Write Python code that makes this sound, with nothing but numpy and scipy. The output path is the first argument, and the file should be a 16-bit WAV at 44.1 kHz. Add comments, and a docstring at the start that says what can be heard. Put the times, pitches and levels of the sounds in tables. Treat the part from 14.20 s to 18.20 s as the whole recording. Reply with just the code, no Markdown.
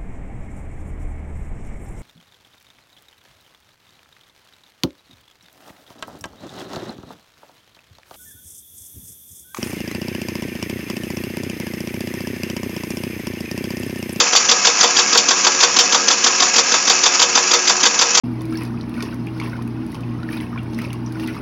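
"""A mechanical paper tape reader steps about six characters a second, close up in a small room.
Each cam turn throws the sensing pins against the tape, then the feed pawl clacks the tape on.
Every blow is a burst of tiny metal contacts and rings the frame. Underneath, the motor hums
and its gears whir and tick. The hardest clacks overload the recorder."""
import sys
import numpy as np
from scipy import signal
from scipy.fft import rfft, irfft
from scipy.io import wavfile
from scipy.ndimage import uniform_filter1d, minimum_filter1d

SR = 44100
rng = np.random.default_rng(int(sys.argv[2]) if len(sys.argv) > 2 else 0)


def transcribe(u):
    """Save the signal u as a 16-bit wav file named by the first command-line argument.

    u: samples, shape (n,) or (channels, n), limited to [-1, 1]; the rate is SR.
    q: integer samples, one column per channel.
    """
    v = np.clip(np.atleast_2d(u).T, -1, 1)
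    q = np.round(v * 32767).astype(np.int16)
    wavfile.write(sys.argv[1], SR, q)


N = 176400

# pin rises, one per cam turn: t/s, relative level/dB
PIN_RISES = [(0.1292, -5), (0.2894, 0.5), (0.4492, 0), (0.608, -1), (0.7656, -3), (0.9275, -4),
             (1.086, -3.5), (1.2451, -3.5), (1.4048, -2), (1.5645, -1), (1.723, -2), (1.8813, -3),
             (2.0407, -1.5), (2.1999, -2.5), (2.36, -1.5), (2.518, -4), (2.6754, -3.5), (2.835, -2.5),
             (2.9946, -3.5), (3.1538, -1), (3.3117, -2.5), (3.475, -2.5), (3.6321, 0), (3.7904, -3.5),
             (3.9489, -2.5)]
# feed pawl blows: t/s, relative level/dB, low knock offset/dB
PAWL_BLOWS = [(0.001, 19, -13), (0.161, 21, -47.5), (0.314, 15, -19.5), (0.47, 12.5, -25.5),
              (0.484, -4.5, -17.5), (0.639, 14, -8.5), (0.792, 12.5, -46.5), (0.798, 4.5, -21.5),
              (0.954, -1.5, -3.5), (0.975, 19.5, -31.5), (1.11, 8.5, -26), (1.27, 8.5, -16),
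              (1.434, 17, -11), (1.589, 22.5, -17.5), (1.598, 13.5, -47.5), (1.746, 12, -19.5),
              (1.912, 9.5, -25), (2.068, 8.5, -28.5), (2.226, 9, -15.5), (2.382, 11, -18), (2.391, 10, -22),
              (2.547, -4, -27), (2.698, 15, -25.5), (2.862, 11, -14.5), (3.025, 17, -24.5),
              (3.175, -1.5, -3), (3.337, 16, -14), (3.495, 11, -34), (3.66, 14, -21), (3.817, 11.5, -16.5),
              (3.974, 13, -40.5)]
RISE_S, CHATTER_PER_S = 0.003, 9000


def amp(db):
    """Decibels to gain."""
    return 10 ** (np.asarray(db) / 20)


def unit(x):
    """Scale to rms 1."""
    return x / np.sqrt(np.mean(x ** 2) + 1e-20)


def read(points, hz):
    """Interpolate a table over log frequency."""
    f, value = np.transpose(points)
    return np.interp(np.log(hz + 1), np.log(f + 1), value)


def add(mix, at_s, sound):
    """Mix a sound in at a time."""
    part = mix[max(round(at_s * SR), 0):][:len(sound)]
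    part += sound[:len(part)]


def colour(x, spectrum, size=4096):
    """Minimum-phase filter of unit energy; the table sets shape only."""
    cepstrum = irfft(np.log(amp(read(spectrum, np.fft.rfftfreq(size, 1 / SR)))))
    cepstrum[1:size // 2] *= 2
    cepstrum[size // 2 + 1:] = 0
    taps = irfft(np.exp(rfft(cepstrum)))
    return signal.oaconvolve(x, taps / np.linalg.norm(taps))[:N]


def drift(hz):
    """Slow random wander, rms 1."""
    lowpass = np.exp(-(np.fft.rfftfreq(N, 1 / SR) / hz) ** 2)
    return unit(irfft(rfft(rng.standard_normal(N)) * lowpass, N))


def contacts(per_s, spread_db):
    """Tiny clicks of random sign and size, rms 1."""
    size = amp(spread_db * np.clip(rng.standard_normal(N), -2, 2))
    return unit(rng.choice([-1., 1.], N) * size * (rng.random(N) < per_s / SR))


def blows(times_s, levels_db, decay_s, spread_db):
    """Bursts of metal contacts: linear rise, exponential decay."""
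    t, power = np.arange(SR // 10) / SR, np.zeros(N)
    envelope = np.minimum(t / RISE_S, 1) * np.exp(-np.maximum(t - RISE_S, 0) / decay_s)
    for at_s, db in zip(times_s, levels_db):
        add(power, at_s - RISE_S / 2, (amp(db) * envelope) ** 2)
    return np.sqrt(power) * contacts(CHATTER_PER_S, spread_db)


def feed_pawl(engage_lag_s=0.0221):
    """The pawl drops into the ratchet just after the pins, then drives it home with a low knock."""
    # clack spectrum: f/Hz, level/dB
    clack_spectrum = [(100, -44.5), (600, -14), (1700, -17.5), (2300, -4), (3000, -3.5), (3250, 1.5),
                      (3550, 4), (4100, -5.5), (4450, 3), (4680, 6), (4950, -3.5), (5500, 3), (6400, -1),
                      (7250, -0.5)]
    # knock spectrum: f/Hz, level/dB
    knock_spectrum = [(50, -71), (150, -25), (300, -17.5), (460, -12), (620, -7), (745, 0.5), (840, -3.5),
                      (960, 0), (1060, -1.5), (1150, 0.5), (1500, -1.5), (2200, -6), (5000, -14)]
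    at_s, db, knock_db = np.transpose(PAWL_BLOWS)
    engage_s = np.transpose(PIN_RISES)[0] + engage_lag_s
    engage = blows(engage_s, np.full(len(engage_s), -5.5), decay_s=0.011, spread_db=5.5)
    clack = engage + blows(at_s, db - 11.5, decay_s=0.0072, spread_db=3)
    knock = amp(-4) * engage + blows(at_s, db + knock_db - 9.5, decay_s=0.007, spread_db=3)
    return colour(clack, clack_spectrum) + colour(knock, knock_spectrum)


def frame_ring(vary_db=2, knock_follow=0.2):
    """Each blow rings a new mix of frame modes; the frame gives less than in proportion to the knock."""
    # frame modes: f/Hz, level/dB, T60/s
    frame_modes = [(217.5, -15.5, 0.14), (258.5, -16, 0.15), (277, -25.5, 0.13), (315, -11.5, .12),
                   (371.2, -9, 0.28), (465, -2, 0.059), (482, 2.5, .22), (551, -4, 0.12), (748, -0.5, 0.11),
                   (958, 7, 0.066), (1113.4, 3.5, .1), (3560, 0.5, 0.23), (6000, -8.5, 0.23)]
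    hz, mode_db, t60_s = np.transpose(frame_modes)[:, :, None]
    t, ring = np.arange(SR // 3) / SR, np.zeros(N)
    pushes = [(at_s, -5.5) for at_s, _ in PIN_RISES]
    pushes += [(at_s, knock_follow * (db + knock_db)) for at_s, db, knock_db in PAWL_BLOWS]
    modes = amp(mode_db - 60 * t / t60_s) * np.exp(2j * np.pi * hz * t)
    for at_s, db in pushes:
        gains = amp(db + vary_db * rng.standard_normal(len(hz)))
        phasors = np.exp(2j * np.pi * rng.random(len(hz)))
        add(ring, at_s, ((gains * phasors) @ modes).real * np.minimum(t / RISE_S, 1))
    return amp(-28) * unit(ring)


def room(x, gap_s=0.0079):
    """Short diffuse tail; the bass lasts longest."""
    # room decay: f/Hz, T60/s
    decay = [(150, 0.91), (1000, 0.32), (4000, 0.095), (8000, 0.23)]
    hz, t, noise = signal.stft(rng.standard_normal(SR // 2), SR, nperseg=256)
    tail = signal.istft(noise * amp(-60 * t / read(decay, hz)[:, None]), SR, nperseg=256)[1]
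    tail *= np.arange(len(tail)) > gap_s * SR
    return signal.oaconvolve(x, tail / np.linalg.norm(tail))[:N]


def gears(contacts_per_s=5000, flutter_db=1.8):
    """Gear teeth whir and rattle, exciting the housing."""
    # whir spectrum: f/Hz, level/dB
    whir_spectrum = [(25, -35), (60, -33.5), (100, -37), (160, -19), (220, -3.5), (330, -9.5), (620, -12.5),
                     (800, -0.5), (1250, 4), (1500, -1), (1850, -0.5), (2600, 2.5), (3000, -1.5),
                     (3850, -5.5), (4500, 1.5), (5100, 4), (5600, 7.5), (6200, 6), (6480, -2.5), (6750, 11),
                     (7250, -2)]
    # housing resonances: f/Hz, width/Hz, level/dB
    housing_modes = [(211.1, 3.3, -11), (246, 3.7, -19.5), (290.4, 6.8, -13), (472, 4, -2.5),
                     (740.5, 15, -3), (1004, 10, -2.5), (1155, 11, -8.5), (1280, 31, 1.5), (1649, 38, 4),
                     (2228, 30, -4), (2591, 47, 4.5), (2830, 30, -7.5), (5470, 130, 1.5), (5650, 24, 1),
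                     (5927, 71, 6), (6090, 40, 6), (7270, 34, -10)]
    grit = contacts(contacts_per_s, spread_db=2) * amp(flutter_db * drift(hz=46.2))
    rattle = contacts(contacts_per_s, spread_db=2.5)
    t, housing = np.arange(SR // 2) / SR, np.zeros(N)
    for hz, width_hz, db in housing_modes:
        mode = np.exp(-np.pi * width_hz * t) * np.sin(2 * np.pi * hz * t)
        housing += amp(db) * unit(signal.oaconvolve(rattle, mode)[:N])
    housing = signal.sosfilt(signal.butter(2, 150, "high", fs=SR, output="sos"), housing)
    return amp(-16.5) * unit(colour(grit, whir_spectrum)) + amp(-23.5) * unit(housing)


def shaft_ticks(tick_hz=71.9, decay_s=0.0005, vary_db=4):
    """The drive shaft ticks twice a turn, uneven in strength."""
    # tick spectrum: f/Hz, level/dB
    tick_spectrum = [(200, -29), (1200, -19), (2600, 6.5), (3800, -15.5), (5200, -7), (6100, -3), (7300, 4)]
    count = np.arange(N) / SR * tick_hz
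    age_s = (count % 1) / tick_hz
    strength = amp(vary_db * np.clip(rng.standard_normal(N), -2, 2))[count.astype(int)]
    ticks = strength * np.exp(-age_s / decay_s) * contacts(CHATTER_PER_S, spread_db=2)
    return amp(-24) * unit(colour(ticks, tick_spectrum))


def motor(whine_hz=365.2, speed_waver=0.0032, swell_db=2.5, rough_db=1.5):
    """Rough tones waver with motor speed; the strongest, a whine, swells and fades."""
    # motor and gear tones: f/Hz, level/dB
    tones = [(119.8, -58), (202, -48.5), (282, -45.5), (539.9, -41)]
    # whine envelope: t/s, level/dB
    whine_envelope = [(0, -44), (1.3, -37.5), (2.4, -41), (3.45, -35.5), (4, -43)]
    clock_s = np.cumsum(1 + speed_waver * drift(hz=7)) / SR
    whine_db = np.interp(np.arange(N) / SR, *np.transpose(whine_envelope))
    hum = np.zeros(N)
    for hz, db in tones + [(whine_hz, whine_db)]:
        flutter = amp(swell_db * drift(hz=3) + rough_db * drift(hz=24.6))
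        hum += amp(db) * unit(np.sin(2 * np.pi * hz * clock_s) * flutter)
    return hum


def sensing_pins(scrape_lead_s=0.0035, stop_lag_s=0.0039):
    """The lever scrapes and lets go; the pins snap up, then hit their stops."""
    # lever and pin spectrum: f/Hz, level/dB
    pin_spectrum = [(100, -36), (250, 3.5), (700, -19), (1350, -0.5), (1550, 3), (1780, -3), (2200, -4.5),
                    (2900, -1.5), (3250, 7.5), (3900, 1), (4700, -2), (5300, -17.5), (6100, 14.5),
                    (7300, -11)]
    # stop impact spectrum: f/Hz, level/dB
    stop_spectrum = [(100, -66), (400, -28.5), (800, -15), (1100, -8.5), (1600, -13), (2200, -12.5),
                     (3500, -10), (4150, -11), (4450, -10), (4690, 3), (5100, -0.5), (6100, -11),
                     (7300, -9)]
    at_s, db = np.transpose(PIN_RISES)
    scrape = blows(at_s - scrape_lead_s, db - 16.5, decay_s=0.0076, spread_db=1.5)
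    snap = blows(at_s, db - 6, decay_s=0.0076, spread_db=0.5)
    stop = blows(at_s + stop_lag_s, db - 0.5, decay_s=0.0053, spread_db=-2)
    return colour(scrape + snap, pin_spectrum) + colour(stop, stop_spectrum)


def limiter(x, threshold=0.95, ratio=4, window_s=0.002):
    """Fast gain dips pull the highest peaks towards full scale."""
    size = round(window_s * SR)
    gain = minimum_filter1d(threshold / np.maximum(abs(x), threshold), 2 * size) ** (1 - 1 / ratio)
    return x * uniform_filter1d(uniform_filter1d(gain, size), size)


def scene():
    """Clacks with room tail and frame ring, over the running drive; mono."""
    clacks = sensing_pins() + feed_pawl()
    return (clacks + amp(-10) * room(clacks) + frame_ring() + gears() + shaft_ticks() + motor())[None]


def record(dry, low_cut_hz=103, high_cut_hz=7480, output_cut_hz=16000):
    """Narrow-band recorder; peaks that pass its limiter clip."""
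    band_taps = signal.firwin(221, high_cut_hz, window=("kaiser", 8), fs=SR)[None]
    output_taps = signal.firwin(511, output_cut_hz, window=("kaiser", 9), fs=SR)[None]
    thin = signal.sosfilt(signal.butter(2, low_cut_hz, "high", fs=SR, output="sos"), dry)
    narrow = signal.oaconvolve(thin, band_taps, "same")
    clipped = np.clip(limiter(narrow), -1, 1)
    return signal.oaconvolve(clipped, output_taps, "same")


dry = scene()
out = record(dry)
transcribe(out)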